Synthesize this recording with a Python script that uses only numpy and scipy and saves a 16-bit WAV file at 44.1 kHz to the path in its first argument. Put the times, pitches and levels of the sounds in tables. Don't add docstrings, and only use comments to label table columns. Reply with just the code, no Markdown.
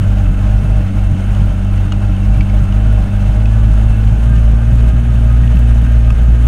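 import sys
import numpy as np
from scipy import signal
from scipy.fft import rfft, irfft, next_fast_len
from scipy.io import wavfile

SR = 44100
rng = np.random.default_rng(int(sys.argv[2]) if len(sys.argv) > 2 else 0)


def nominal_scale(level):
    x = np.asarray(level, float) / 20
    return 10 ** x


def inscribe(sig):
    pcm = np.round(np.clip(np.atleast_2d(sig).T, -1, 1) * 32767)
    wavfile.write(sys.argv[1], SR, pcm.astype(np.int16))


N = 285327


def in_time(rows):
    s, value = np.transpose(rows)
    return np.interp(np.arange(N) / SR, s, value)


def rms_one(x):
    return x / np.sqrt(np.mean(x ** 2) + 1e-20)


def drift(rate):
    r = np.exp(-80 * np.pi * rate / SR)
    white = rng.standard_normal(N // 40 + 2002)
    slow = signal.lfilter([1], [1, -2 * r, r * r], white)[2000:]
    return np.interp(np.arange(N) / 40, np.arange(len(slow)), rms_one(slow))


def resonance(x, hz, width_hz):
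    r = np.exp(-np.pi * width_hz / SR)
    zeros = np.array([1, 0, -1]) * (1 - r * r) / 2
    return signal.lfilter(zeros, [1, -2 * r * np.cos(2 * np.pi * hz / SR), r * r], x)


def narrow_band(x, hz, width_hz):
    return rms_one(resonance(resonance(x, hz, width_hz), hz, width_hz))


def resonances(x, modes):
    total = 0
    for k, (hz, width_hz, db) in enumerate(modes):
        total = total + (-1) ** k * nominal_scale(db) * resonance(x, hz, width_hz)
    return rms_one(total)


def coloured(spectrum, patchy_db, rate):
    hz, level_db = np.transpose(spectrum)
    edges = np.geomspace(hz[0], hz[-1], int(3 * np.log2(hz[-1] / hz[0])) + 1)
    white, out = rng.standard_normal((2, N)), 0
    for k, (low, high) in enumerate(zip(edges, edges[1:])):
        sos = signal.butter(2, [low, high], "band", fs=SR, output="sos")
        band = signal.sosfilt(sos, white[k % 2])
        centre_db = np.interp(np.log(low * high) / 2, np.log(hz), level_db)
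        out = out + band * nominal_scale(centre_db + patchy_db * drift(rate))
    return rms_one(out)


def by_speed(db_at_50, db_per_firing, rate):
    return db_at_50 + db_per_firing * (rate - 50)


def dips(times, depths, onset_s, recovery_s, order):
    out = np.zeros(N // 40 + 2)
    for s, depth in zip(times, depths):
        late = np.arange(len(out)) * 40 / SR - s
        out += depth * np.exp(-np.abs(late / np.where(late < 0, onset_s, recovery_s)) ** order)
    return np.interp(np.arange(N) / 40, np.arange(len(out)), out)


# [t/s, f/Hz of firing]
THROTTLE = [(0.0, 48.6), (0.12, 49.7), (0.75, 51.8), (1.04, 49.9), (1.4, 49.7), (1.72, 48.2), (2.02, 50.3),
            (2.33, 51.4), (2.9, 52.6), (3.24, 50.0), (3.52, 53.9), (3.86, 53.9), (4.13, 52.9), (4.28, 56.9),
            (4.45, 55.4), (4.7, 57.5), (5.08, 57.9), (6.47, 57.3)]
# [t/s, f/Hz of firing lost]
SAGS = [(0.3, 4.5), (0.63, 1.4), (0.86, 3.7), (1.13, 3.5), (1.54, 1.5), (1.63, -0.7), (1.88, 1.1),
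        (2.15, 3.0), (2.44, 3.0), (2.65, 3.8), (3.03, 2.0), (3.71, 1.7), (3.94, 0.5), (4.17, -0.9),
        (4.55, 1.3), (4.87, 0.7), (5.02, -0.8), (5.15, 1.0), (5.43, -0.9), (5.99, 1.0), (6.37, -0.5)]


def firing_rate():
    return in_time(THROTTLE) - dips(*np.transpose(SAGS), onset_s=.06, recovery_s=.11, order=2)


# [t/s, loss level/dB]
RUTS = [(.32, 7), (.42, 2.5), (.62, 6.5), (.88, 23), (1.16, 17), (1.25, 5.5), (1.551, 8), (1.64, 7),
        (1.889, 13), (2.16, 11), (2.45, 9), (2.67, 8.5), (3.08, 12.5), (3.73, -0.5), (3.95, 4.5),
        (4.17, 2.5), (4.61, 5), (5.031, 5.5), (5.44, 2), (5.84, 5), (6.02, 5), (6.16, 5.5), (6.38, 6)]


def rut_loss():
    return dips(*np.transpose(RUTS), onset_s=.027, recovery_s=.074, order=1)


# [t/s, level/dB]
LOAD = [(0, -20.5), (.12, -10.5), (.75, -9), (1.04, -9), (1.4, -9), (1.72, -11), (2.02, -12), (2.33, -8),
        (2.9, -9), (3.24, -11), (3.86, -8.5), (4.2, -8.5), (4.45, -7), (5.08, -8.5), (5.6, -7), (6.47, -4)]


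def exhaust(turn, rate, pan_db, rut_db, shake_db):
    boom_db = in_time(LOAD) - rut_db
    second_db = by_speed(-14, -0.065, rate) - 0.3 * rut_db - shake_db
    fourth_db = by_speed(-23.5, -0.24, rate) - 0.5 * shake_db
    sixth_db = pan_db - 2.0 - (rate - 44.5)
    boom_lag = 2.2 + .11 * (rate - 50)
    fourth_lag = .6 - .25 * (rate - 50)
    boom = nominal_scale(boom_db + 0.85 * drift(29)) * np.cos(turn - boom_lag)
    second = nominal_scale(second_db + 1.85 * drift(58)) * np.cos(2 * turn)
    fourth = nominal_scale(fourth_db - 1.0 + drift(5.8)) * np.cos(4 * turn - fourth_lag)
    sixth = nominal_scale(sixth_db + 0.82 * drift(8)) * np.cos(6 * turn)
    eighth = nominal_scale(-47.5 + 3 * drift(9)) * np.cos(8 * turn + .5 * drift(9))
    half = nominal_scale(boom_db - 23.0) * np.cos(turn / 2)
    return np.sqrt(2) * (boom + second + fourth + sixth + eighth + half)


PATHS_S = [.0023, .0037, .0061, .0089]


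def through_frame(x, echo=0.68):
    size = next_fast_len(N + SR)
    w = 2 * np.pi * np.fft.rfftfreq(size, 1 / SR)
    response = 1
    for s in PATHS_S:
        delay = np.exp(-1j * w * s)
        response = response * (delay - echo) / (1 - echo * delay)
    return irfft(rfft(x, size) * response, size)[:N]


CYLINDERS = [0, -7]
# [f/Hz, width/Hz, level/dB]
PANELS = [
    (303, 28.3, -6),
    (468, 16, 3),
    (620.4, 24, 13),
    (769.3, 45, 0),
]


def panels(turn, rate, rut_db):
    cycle = np.floor(turn / (2 * np.pi)).astype(int)
    fired = np.diff(cycle, prepend=cycle[0]) > 0
    pulses = fired * nominal_scale(np.array(CYLINDERS)[cycle % 2] + .8 * rng.standard_normal(N))
    road = rng.standard_normal(N) * nominal_scale(0.3 * drift(21))
    drive = nominal_scale(9.0) * through_frame(rms_one(pulses)) + road
    upper_db = -3.5 - 1.5 * np.maximum(rate - 54.5, 0)
    upper = nominal_scale(upper_db) * resonances(drive, PANELS[3:4])
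    sing_db = 3.0 * np.exp(-((rate - 50.8) / 1.37) ** 2)
    buzz_db = by_speed(-36.5, -0.25, rate) + sing_db - 0.53 * rut_db
    return nominal_scale(buzz_db - 2.0) * (resonances(drive, PANELS[1:3]) - upper)


# [t/s, peak level/dB, f/Hz, exhaust loss level/dB]
THUDS = [(0.014, -10, 135, -0.5), (0.29, -11.5, 147, 5.5), (0.625, -12, 146, 3), (0.811, -15, 130, -1),
         (1.114, -10, 139.4, -2), (1.392, -11.5, 140, -2), (1.488, -18, 147, 6.5), (2.289, -14, 137, 2),
         (2.366, -11, 140, -0.5), (2.609, -10.5, 139, 2), (2.85, -16, 143, 1), (3.005, -15, 134, 2),
         (3.281, -14, 138, 4.5), (3.699, -13.5, 162, 7.5), (4.112, -9, 128, 1.5), (4.163, -19, 152, 7),
         (4.302, -15, 144, 1.5), (4.363, -14.5, 167, 2.5), (4.511, -14, 144, 3), (4.72, -9.5, 133.6, 2),
         (4.868, -18, 150.5, 7.5), (4.931, -7.5, 119.4, 1), (5.026, -14.5, 127, -0.5),
         (5.133, -11.5, 135.2, 0.5), (5.42, -12, 132.9, -2.5), (5.546, -7, 129, 4), (5.824, -12, 144, 4),
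         (6.111, -14.5, 139, 11), (6.208, -17.5, 156, 8), (6.282, -10, 132.4, 6.5)]


def thuds(rise_s=0.0051, ring_s=0.012):
    out, t = np.zeros(N + SR), np.arange(SR // 8) / SR
    shape = (1 - np.exp(-t / rise_s)) ** 2 * np.exp(-t / ring_s)
    for s, db, hz, _ in THUDS:
        body = np.sin(2 * np.pi * hz * t) + 0.63 * np.sin(2 * np.pi * 1.266 * hz * t)
        out[round(s * SR):][:len(t)] -= nominal_scale(db + 1.2) * shape / shape.max() * body
    return out[:N]


def thud_shake():
    s, _, _, loss_db = np.transpose(THUDS)
    return dips(s + .03, loss_db, onset_s=.032, recovery_s=.055, order=2)


def floor_pan_level(rate, rut_db):
    return by_speed(-33, -0.99, rate) - 0.15 * rut_db + 0.87 * drift(3.8)


def floor_pan(pan_db):
    hz, width_hz, _ = PANELS[0]
    return nominal_scale(pan_db - 6.5) * narrow_band(rng.standard_normal(N), hz, width_hz)


# [f/Hz, level/dB per Hz]
RUMBLE = [(7.1, -38), (12, -23.5), (43, -5.5), (107, -1.5), (126, 1), (157, -10), (215, -8), (250, -8.5),
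          (420, -61), (550, -80), (920, -120)]


def ground():
    rumble_db = -25 + 2.5 * drift(3.3)
    frame = nominal_scale(rumble_db) * narrow_band(rng.standard_normal(N), 35, 22)
    sway = nominal_scale(-29) * narrow_band(rng.standard_normal(N), 8, 12)
    road = nominal_scale(-27) * coloured(RUMBLE, patchy_db=2.5, rate=8)
    return frame + sway + road


# [t/s, peak level/dB, f/Hz, crack level/dB, share of dull knock]
TICKS = [(1.3483, -32, 2960, -18, .5), (1.7759, -32, 2990, -16, .5), (1.921, -18, 2900, -19.5, .6),
         (2.0492, -31, 2600, -22, .9), (2.165, -31, 3000, -23, .3), (2.3436, -29, 2330, -22, .3),
         (2.4074, -16.5, 2280, -30, .15), (2.4964, -28, 2210, -24, .5), (2.65, -31, 2500, -22, .6),
         (2.7237, -26.5, 2860, -22, .6), (3.271, -31, 2710, -18, .5), (3.456, -23, 2600, -24, .3),
         (4.3595, -30, 2880, -18, .5), (4.783, -30, 2540, -16, .5), (5.4745, -30, 2870, -19, .8),
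         (5.5687, -27, 2660, -17, .5), (6.1035, -22.5, 2600, -18, .9)]


def ticks(rise_s=.0008, ring_s=.0035, crack_s=.0025, rough=.45):
    out, t = np.zeros(N + SR), np.arange(SR // 30) / SR
    noise = rng.standard_normal((len(TICKS), 3, len(t)))
    rise = 1 - np.exp(-t / rise_s)
    for (s, db, hz, crack_db, knock), (soft, dull, sharp) in zip(TICKS, noise):
        body = np.sin(2 * np.pi * hz * t) + rough * narrow_band(soft, hz, hz * .5)
        body += knock * narrow_band(dull, 1000, 1000)
        crack = nominal_scale(crack_db + 8.0) * narrow_band(sharp, 5200, 4500)
        tick = body * np.exp(-t / ring_s) + crack * np.exp(-t / crack_s)
        out[round(s * SR):][:len(t)] += nominal_scale(db) * rise * tick
    return signal.sosfilt(signal.butter(4, 8500, fs=SR, output="sos"), out[:N] + 1e-18)


# [f/Hz, level/dB per Hz]
HISS = [(330, -22.5), (500, 3.5), (800, -1), (1100, -9), (1500, -7.5), (1950, -10.5), (2900, -10),
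        (3400, -20.5), (4800, -27), (6500, -29), (9000, -29.5), (11500, -37.5), (16000, -40.5)]
# [f/Hz, width/Hz, level/dB over the hiss]
BLOCK = [(1264, 8, 7), (1460, 260, 2.5), (2160, 87, -8), (2594, 100, -8), (3080, 145, 2), (3610, 610, -4.5),
         (4130, 110, 3), (4480, 66, -2), (5400, 220, 2), (6060, 92, 4.5), (6580, 410, 9), (7600, 130, 4),
         (8160, 270, 1.5), (8700, 200, 7), (9070, 290, 5), (10490, 410, 7), (13300, 430, 9),
         (15500, 300, 8)]


def clatter(turn, rate, rut_db, gate=0.066):
    puff = (1 + gate * np.cos(turn)) * nominal_scale(.9 * drift(20) + .4 * drift(6))
    hiss = coloured(HISS, patchy_db=-1.0, rate=21)
    ringing = sum(nominal_scale(db) * resonance(hiss, hz, width_hz) for hz, width_hz, db in BLOCK)
    clatter_db = by_speed(-36, 0.039, rate) - 0.017 * rut_db
    return nominal_scale(clatter_db) * puff * rms_one(hiss + ringing)


# [f/firing rate, level/dB]
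GEARS = [
    (4.62, -38),
    (6.33, -42.5),
    (21.7, -57),
    (25.3, -55.5),
    (28.0, -47),
    (31.6, -51.5),
]


def gears(turn, rate):
    tones = []
    for order, db in GEARS:
        tones.append(nominal_scale(db + 3.75 * drift(10.6)) * np.cos(order * turn + 1.1 * drift(12.1)))
    tones[2] = tones[2] * nominal_scale(0.91 * (rate - 45))
    return sum(tones)


# [f/Hz, width/Hz, level/dB]
WHISTLE = [
    (2670, 70, -52),
    (2570, 100, -55),
]


def whistle(rate):
    fast = np.clip((rate - 54) / 2, 0, 1)
    bands = []
    for hz, width_hz, db in WHISTLE:
        bands.append(nominal_scale(db + 1.5 * drift(7.6)) * narrow_band(rng.standard_normal(N), hz, width_hz))
    at_low, at_high = bands
    return (1 - 1.4 * fast) * at_low + fast * at_high


# [t/s, peak level/dB]
CLICKS = [(1.4588, -39), (2.3752, -37), (2.5254, -46), (3.7356, -52), (4.1227, -47), (4.3552, -43),
          (4.5158, -42), (4.6949, -40), (4.7299, -39), (4.7478, -41), (4.9374, -45), (5.1459, -43),
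          (5.1983, -39), (5.2681, -42), (5.3026, -43), (5.3719, -39), (5.558, -40), (5.5759, -44),
          (5.5929, -35), (5.784, -39), (5.9216, -41), (5.9566, -44), (6.1017, -45), (6.184, -42),
          (6.4455, -34), (6.126, -41)]


def clicks(die_s=0.001):
    out, t = np.zeros(N + SR), np.arange(SR // 200) / SR
    for (s, db), burst in zip(CLICKS, rng.standard_normal((len(CLICKS), len(t)))):
        out[round(s * SR):][:len(t)] += nominal_scale(db + 2.0) * burst * np.exp(-t / die_s)
    return signal.sosfilt(signal.butter(2, 5000, "high", fs=SR, output="sos"), out[:N] + 1e-18)


def rattle(per_s=45):
    sizes = nominal_scale(3.2 * np.minimum(rng.exponential(1, N), 4))
    hits = sizes * (rng.random(N) < per_s / SR) * rng.choice([-1, 1], N)
    return nominal_scale(-27) * (resonance(hits, 2900, 900) + 0.54 * resonance(hits, 7000, 5000))


def scene():
    rate = firing_rate()
    turn = 2 * np.pi * np.cumsum(rate) / SR
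    rut_db = rut_loss()
    pan_db = floor_pan_level(rate, rut_db)
    engine = exhaust(turn, rate, pan_db, rut_db, thud_shake()) + panels(turn, rate, rut_db)
    engine += clatter(turn, rate, rut_db) + gears(turn, rate) + whistle(rate)
    chassis = thuds() + floor_pan(pan_db) + ground() + rattle()
    short_sounds = ticks() + clicks()
    return (engine + chassis + short_sounds)[None]


def top_cut(x):
    return signal.sosfilt(signal.butter(12, 15780, fs=SR, output="sos"), x)


def record(dry):
    clipped = np.clip(nominal_scale(0.27) * dry - .0066, -.995, .995)
    return top_cut(clipped)


dry = scene()
out = record(dry)
inscribe(out)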